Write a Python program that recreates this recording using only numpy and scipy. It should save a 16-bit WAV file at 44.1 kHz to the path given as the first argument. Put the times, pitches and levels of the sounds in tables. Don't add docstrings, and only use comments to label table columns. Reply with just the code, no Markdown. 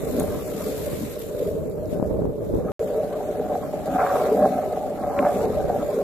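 import sys
import numpy as np
from scipy import signal
from scipy.io import wavfile
from scipy.ndimage import uniform_filter1d

SR = 44100
rng = np.random.default_rng(int(sys.argv[2]) if len(sys.argv) > 2 else 0)


def pcm_store(signal):
    levels = np.round(np.clip(np.atleast_2d(signal), -1, 1) * 32767)
    wavfile.write(sys.argv[1], SR, levels.astype(np.int16).T)


def rack_gain(trim_db):
    fader = np.asarray(trim_db, float)
    return 10 ** (fader / 20)


N = 265910
TIME = np.arange(N) / SR
SILENCE_START_S, SILENCE_END_S = 2.7187, 2.7942
STONES_PER_S, STONE_SPREAD_DB = 700, 3.5


def evened(x):
    return x / np.sqrt(np.mean(x ** 2) + 1e-20)


def read(points, hz):
    f, value = np.transpose(points)
    return np.interp(np.log(hz + 1), np.log(f + 1), value)


def follow(shots, t):
    s, *columns = np.vstack(shots).T
    return [np.interp(t, s, c) for c in columns]


def by_shot(first, second, t):
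    return np.where(t < SILENCE_END_S, first, second)


def humps(rows, t):
    return sum(db * np.exp(-((t - s) / length) ** 2) for s, length, db in rows)


def wander(shape, size):
    smooth = uniform_filter1d(rng.standard_normal(shape), size, axis=0)
    return evened(uniform_filter1d(smooth, size, axis=0))


def spread(mono, pan_db):
    return mono * rack_gain(np.array([pan_db / 2, -pan_db / 2]))


def ring(x, modes):
    out = np.zeros_like(x)
    for k, (hz, width, db) in enumerate(modes):
        r = np.exp(-np.pi * width / SR)
        turn = 2 * np.pi * hz / SR
        tone = signal.lfilter([1], [1, -2 * r * np.cos(turn), r * r], x)
        out += (-1) ** k * rack_gain(db) * (1 - r) * np.sin(turn) * tone
    return out


def stones(per_s, spread_db):
    size = rack_gain(spread_db * np.minimum(rng.exponential(1, N), 5)) * rng.choice([-1, 1], N)
    return evened(size * (rng.random(N) < per_s / SR))


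# (time [s], strength [dB])
KICKS = [
    (.38, 3),
    (2.03, 5),
    (3.289, -0.5),
    (4.041, 16.5),
    (4.46, 2),
    (5.24, 11),
    (5.76, 4.5),
]


def pushes(t):
    rise_s, fall_s = 0.15, 0.2
    return sum(db * np.exp(-((t - s) / np.where(t < s, rise_s, fall_s)) ** 2) for s, db in KICKS)


# (time [s], nearness [dB])
NEARNESS = [
    [(0.0, 6), (0.18, 9.5), (0.35, 7), (0.58, 8), (0.66, 10), (1.05, 9.5), (1.45, 0), (1.6, -2.5),
     (2.3, -10.5), (2.5, -5.5), (2.71, -4)],
    [(2.8, 2), (3.1, 0.5), (3.8, 1), (4.5, 3), (4.95, -1), (5.6, 1.5), (6.03, 2)],
]


def nearness(t):
    return follow(NEARNESS, t)[0]


# (time [s], rolling level [dB], stance [dB])
RIDE = [
    [(0.1, -33, -9), (0.45, -38, -4.5), (0.7, -32, -14.5), (1.15, -44, -13.5), (1.5, -30, -31),
     (1.85, -38.5, -12), (2.05, -31.5, -15), (2.35, -44, -26), (2.6, -34.5, -6.5)],
    [(2.8, -28.5, -12.5), (3.5, -30.5, 0.5), (3.8, -30.5, -6), (4.45, -23.5, -3), (4.75, -27, -6),
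     (5.0, -31.5, 0), (5.4, -27.5, -4.5), (5.75, -27.5, -4.5), (6.03, -26.5, -16)],
]
# (time [s], length [s], strength [dB])
DECK_FLEXES = [(.18, 0.075, 9.5), (.72, 0.31, 1.5), (1.03, 0.11, -4.5), (1.43, 0.027, 7.5),
               (2.17, 0.063, -12), (2.55, 0.032, -1), (2.86, 0.15, 4.5), (2.97, 0.031, -1.5),
               (3.8, 0.2, -6.5), (4.28, 0.12, 10), (4.44, 0.033, -3), (4.68, 0.038, 6), (5.42, 0.14, 5.5),
               (5.97, 0.054, 9)]


def state():
    roll, stance = follow(RIDE, TIME)
    return np.array([roll + 32, stance + 6, nearness(TIME), pushes(TIME), humps(DECK_FLEXES, TIME)])


# (frequency [Hz], width [Hz], level [dB])
WHEEL_MODES = [(161.6, 63, -10), (198, 43, -1.5), (255.3, 24.6, 0.5), (307.4, 42, -4.5)]
# (time [s], length [s], strength [dB])
BUSHING_JOLTS = [(.25, 0.045, 2.5), (.78, 0.051, 2), (1.03, .04, 13), (1.35, 0.086, -8), (1.55, 0.037, 4),
                 (2.54, 0.043, 6.5), (2.83, 0.029, 6), (3.2, 0.11, -5), (3.43, 0.031, 8.5),
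                 (3.75, 0.056, 3.5), (3.93, 0.095, 6.5), (4.15, 0.11, -6.5), (4.42, 0.066, 7),
                 (4.9, 0.045, -2), (5.18, 0.14, 4), (5.37, 0.023, 0)]


def wheels(now):
    roll, stance, near, push, flex = now
    level_db = -38.5 + 0.41 * roll + 0.23 * stance + 0.36 * flex
    level_db += humps(BUSHING_JOLTS, TIME) + 3 * wander(N, size=3000)
    return rack_gain(level_db) * evened(ring(stones(STONES_PER_S, 3.4), WHEEL_MODES))


# (frequency [Hz], width [Hz], level [dB])
DECK_MODES = [
    [(393.5, 43, -6.5), (438, 27, 0.5), (495.7, 33, -5)],
    [(572.9, 35.8, 0.5), (624.4, 31, -0.5)],
    [(695.6, 27.5, -1), (752, 42, 2), (864.5, 89, -13)],
    [(1021, 207, 0.5), (1250, 204, 5), (1368, 186, 3), (1607, 186, -2), (2290, 510, -12)],
]
LIKENESS = [1, 0.98, .97, 0.9]
BLOW_SPREADS = [2.9, 3.87, 3.3, 2.05]
# (level [dB], then its share [dB per dB] of
ANSWERS = [
    (-34.5, 0.49, -0.17, 0.096, -0.15, 0.93),
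    (-32.5, 0.96, -0.041, 0.03, 0.24, 0.035),
    (-41.5, 1, 1, 0.061, 0.81, 0.05),
    (-52.5, 0.68, 0.33, 0.49, 1, 0.083),
]


def deck(now):
    common, out = stones(STONES_PER_S, STONE_SPREAD_DB), np.zeros((2, N))
    bumps = rack_gain(1.6 * wander(N, size=500))
    tread = signal.windows.hann(24)
    for modes, same, spread_db, answer in zip(DECK_MODES, LIKENESS, BLOW_SPREADS, ANSWERS):
        share = 0.55 * spread_db / STONE_SPREAD_DB
        blows = share * common + np.sqrt(1 - share ** 2) * stones(STONES_PER_S, spread_db)
        apart = np.sqrt(1 - same) * stones(STONES_PER_S, STONE_SPREAD_DB)
        blows = np.array([np.sqrt(same) * blows + apart, np.sqrt(same) * blows - apart])
        sound = evened(ring(signal.oaconvolve(blows * bumps, tread[None])[:, :N], modes))
        level_db = answer[0] + np.dot(answer[1:], now) + 2 * wander(N, size=2000)
        out += sound * rack_gain(level_db)
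    return out


def bending(board):
    hz, t, z = signal.stft(board, SR, nperseg=1024)
    streaks = evened(uniform_filter1d(wander((len(t), 80), size=5), size=2, axis=1)).T
    depth_db = np.where(hz[:80, None] < 900, 1.5, 3.5)
    z[:, :80] *= rack_gain(depth_db * streaks)
    return evened(signal.istft(z, SR, nperseg=1024)[1][:, :N]) * board.std()


# (time [s], level [dB])
WIND_LEVEL = [
    [(0.0, -36), (0.25, -35.5), (0.55, -42), (0.85, -39.5), (0.97, -37.5), (1.2, -45), (1.55, -38),
     (1.9, -39), (2.2, -29.5), (2.36, -40), (2.54, -30.5), (2.71, -39.5)],
    [(2.8, -44.5), (3.15, -44.5), (3.6, -43), (4.9, -45), (5.62, -36), (6.03, -47.5)],
]
# (frequency [Hz], level [dB per Hz])
WIND_COLOUR = [(12, -53), (20, 0), (70, 3.5), (111, -1.5), (177, 2), (226, -4.5), (440, -2), (620, -9),
               (686, -16.5), (1310, -34.5), (2500, -58), (3250, -88), (5500, -120)]


def wind():
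    share = 0.7
    eddies = np.array([stones(350, 3.5) for port in "LR"])
    source = share * eddies + np.sqrt(1 - share ** 2) * rng.standard_normal((2, N))
    hz, t, z = signal.stft(source, SR, nperseg=1024, noverlap=768)
    lumps = 2.8 * np.tanh(wander((len(t), 2), size=3).T[:, None] / 2)
    above = np.log2(1 + hz / 300)[:, None]
    reach_db = 3 * np.minimum(above, 1.3)
    z *= rack_gain(read(WIND_COLOUR, hz)[:, None] + lumps * (1 + 0.18 * above) + reach_db)
    low = np.sum(abs(z[:, :4]) ** 2) / np.sum(abs(z) ** 2)
    noise = evened(signal.istft(z, nperseg=1024, noverlap=768)[1][:, :N])
    level_db, = follow(WIND_LEVEL, TIME)
    return rack_gain(level_db + 2.5) / np.sqrt(low) * noise


# (frequency [Hz], level [dB per Hz])
GRIT_COLOUR = [(1200, 2), (2200, 3.5), (3000, -1.5), (5500, -1), (8500, -0.6), (10800, 0.5), (14600, 3)]
# (frequency [Hz], width [Hz], left [dB], right [dB])
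PORT_MODES = [(3750, 1100, 3.5, 5), (7290, 1150, 6, 4.5), (9400, 670, 2, 1.5), (12000, 1050, 8.5, 8.5)]
# (time [s], length [s], strength [dB])
SAND_PATCHES = [(.2, 0.0092, 4), (1.18, 0.018, -2.5), (1.22, 0.014, 1.5), (1.45, 0.071, 4.5),
                (5.38, 0.096, 1.5), (1.93, 0.045, 8), (2.08, 0.037, 3), (2.46, 0.03, 3), (2.55, 0.025, 3.5),
                (2.88, 0.012, 1.5), (3.47, 0.0088, -4), (3.87, 0.01, 2.5), (3.94, 0.036, 2.5),
                (4.13, 0.041, -2.5)]


def hiss():
    frames, hz = N // 64 + 5, np.fft.rfftfreq(256, 1 / SR)
    t = np.arange(frames) * 64 / SR
    bright = by_shot(-1, -3, t) + 0.042 * nearness(t)
    real, imaginary = rng.standard_normal((2, 2, frames, 129))
    flicker = 1.44 * wander(frames, size=3) + 0.38 * wander(frames, size=14)
    patches = 1.57 * evened(uniform_filter1d(wander((frames, 129), size=20), size=5, axis=1))
    field = read(GRIT_COLOUR, hz) + flicker[:, None] + patches
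    field += bright[:, None] * np.log2((hz + 500) / 8000)
    ports = sum(np.outer(db, 1 / (1 + (2 * (hz - f) / width) ** 2)) for f, width, *db in PORT_MODES)
    side_db = np.outer(by_shot(2.5, 1.1, t), (hz / 10000) ** 2)
    z = (real + 1j * imaginary) * spread(rack_gain(field + ports[:, None]), side_db)
    noise = evened(signal.istft(z.transpose(0, 2, 1), nperseg=256, noverlap=192)[1][:, :N])
    kicked_db = 0.42 * pushes(TIME - 0.097)
    return rack_gain(-48 + nearness(TIME) + kicked_db + humps(SAND_PATCHES, TIME)) * noise


# (time [s], peak level [dB], pitch [Hz], left-right [dB], ring [ms])
GRIT_TICKS = [(.1675, -40, 12200, 3, .4), (0.1987, -21, 9500, 8, 0.36), (0.1986, -27, 6640, 3, 0.37),
              (0.2, -40, 11500, 3, .5), (.2300, -31, 10100, 1, .4), (.2407, -33, 11400, 7, .5),
              (.643, -34, 11900, 6, 0.56), (1.122, -30, 12300, 6, .5), (1.193, -30, 11900, 9, .5),
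              (1.268, -35, 11900, 8, 0.43), (1.698, -39, 11800, 3, .5), (1.857, -43, 5600, 10, 0.18),
              (2.079, -57, 9400, -2, 0.35), (4.004, -35, 2060, 18, 0.55), (5.19, -21, 2300, 6, 0.76),
              (5.1901, -22, 1600, 5, 0.64)]


def ticks():
    out, t = np.zeros((2, N + 600)), np.arange(600) / SR
    for s, db, hz, pan_db, ring_ms in GRIT_TICKS:
        shape = t * np.exp(-1000 * t / np.clip(ring_ms, .2, 3))
        chip = [(hz, 0.24 * hz, 0)]
        puff = evened(ring(ring(rng.standard_normal(600), chip), chip))
        snap = (np.sin(2 * np.pi * hz * t) + 0.46 * puff) * shape
        start = round(s * SR)
        out[:, start:start + 600] += spread(rack_gain(db) * snap / abs(snap).max(), np.array([pan_db]))
    return out[:, :N]


# (time [s], peak level [dB], rattle against it [dB])
CRACKS = [(0.205, -14, -17), (0.277, -25, -14), (2.821, -18, -29), (3.108, -18.5, -35.5), (3.413, -12, -35),
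          (3.551, -9, -25.5), (3.733, -9, -34), (3.872, -8.5, -29), (3.948, -12, -23), (3.993, -9, -17),
          (4.026, -30, -19), (4.041, -8, -19), (4.064, -19.5, 0), (4.155, -2.5, -20), (4.205, -12, -18),
          (4.424, -5, -24.5), (4.453, -0.5, -24), (4.606, -28, -31), (4.632, -7, -29), (4.768, -12, -27),
          (4.854, -12, -44), (4.986, -15.5, -23), (5.036, -7.5, -24), (5.226, -6, -20),
          (5.249, -9.5, -12.5), (5.695, -11, -28), (5.741, -7, -44)]


def knocks():
    blows = np.zeros((2, N))
    for s, db, rattle_db in CRACKS:
        blows[:, round(s * SR)] = rack_gain([db - 7.5, db + rattle_db + 2.5])
    pulse = np.pad(signal.windows.hann(24), (0, 6000))
    body = ring(pulse, DECK_MODES[0] + DECK_MODES[1] + DECK_MODES[2])
    rattle = ring(pulse, DECK_MODES[3])
    return sum(signal.oaconvolve(b, r / abs(r).max())[:N] for b, r in zip(blows, (body, rattle)))


# (time [s],
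# peak level [dB], left-right [dB])
BURSTS = [(.221, -12, 4), (0.282, -17.5, 13), (1.922, -36, -7), (1.999, -14.5, 15), (2.0273, -10, 12),
          (2.103, -42, 5), (2.182, -22, 1), (2.2073, -32, -9), (2.2125, -26, 8), (2.2205, -16.5, 1),
          (2.2545, -14, -9), (2.381, -26, -5), (2.7185, -28, 12.5), (5.2504, -17, -4)]


def pops():
    hits = np.zeros((2, N))
    for s, db, pan_db in BURSTS:
        hits[:, round(s * SR)] = spread(rack_gain(db), pan_db)
    u = np.arange(-200, 201) / SR / 0.00074
    return signal.oaconvolve(hits, ((1 - u ** 2) / (1 + u ** 2) ** 2)[None], "same")


# (frequency [Hz], readiness [spreads of chance])
READINESS = [(1000, -4), (1700, -2.6), (2400, -1.9), (3100, -1.3), (4900, -1.3), (6200, -1.5), (7300, -3),
             (9500, -2.4)]
# (time [s], length [s], extra readiness [spreads of chance])
DROP_SPELLS = [(.05, .06, 1.3), (.25, .05, 1.3), (.46, .04, 1.3), (1.72, .13, 2.4), (2.02, .04, 1.5),
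               (3.3, .35, 1.2)]


def starve(x):
    hz, t, z = signal.stft(x, SR, nperseg=1024)
    power = (abs(z[:, :512]) ** 2).reshape(2, 128, 4, -1).mean(axis=(0, 2))
    bands_db, band_hz = 10 * np.log10(power + 1e-14), hz[2:512:4, None]
    treble_over_bass = bands_db[16:80].mean(axis=0) - bands_db[1:5].mean(axis=0)
    hunger = .025 * (-24 - uniform_filter1d(treble_over_bass, size=20))
    valley = .12 * (uniform_filter1d(bands_db, size=15, axis=0) - uniform_filter1d(bands_db, size=5, axis=1))
    fine = wander(bands_db.T.shape, size=3).T
    clump = evened(uniform_filter1d(wander(bands_db.T.shape, size=6).T, size=4, axis=0))
    off_centre = 6 * np.log(band_hz / by_shot(3500, 4700, t))
    lean = humps(DROP_SPELLS, t) * np.exp(-off_centre ** 2)
    keep = .8 * fine + .6 * clump + read(READINESS, band_hz) + hunger + valley + lean < 0
    jump_db = bands_db - uniform_filter1d(bands_db, size=9, axis=1)
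    keep |= uniform_filter1d(jump_db, size=9, axis=0) > 3
    z[:, :512] *= np.repeat(keep, 4, axis=0)
    return signal.istft(z, SR, nperseg=1024)[1][:, :N]


def scene():
    now = state()
    board = bending(deck(now))
    return wheels(now) + board + wind() + hiss() + ticks() + knocks() + pops()


def low_pass(x):
    return signal.sosfilt(signal.butter(12, 14970, fs=SR, output="sos"), x)


def record(dry):
    x = signal.sosfilt(signal.butter(N=2, Wn=35, btype="high", fs=SR, output="sos"), dry)
    lowpass = signal.firwin(401, 14550, window=("kaiser", 9), fs=SR)
    x = starve(signal.oaconvolve(x, lowpass[None], "same"))
    outside_s = np.maximum(SILENCE_START_S - TIME, TIME - SILENCE_END_S)
    return low_pass(x * np.clip(outside_s * SR, 0, 1))


dry = scene()
out = record(dry)
pcm_store(out)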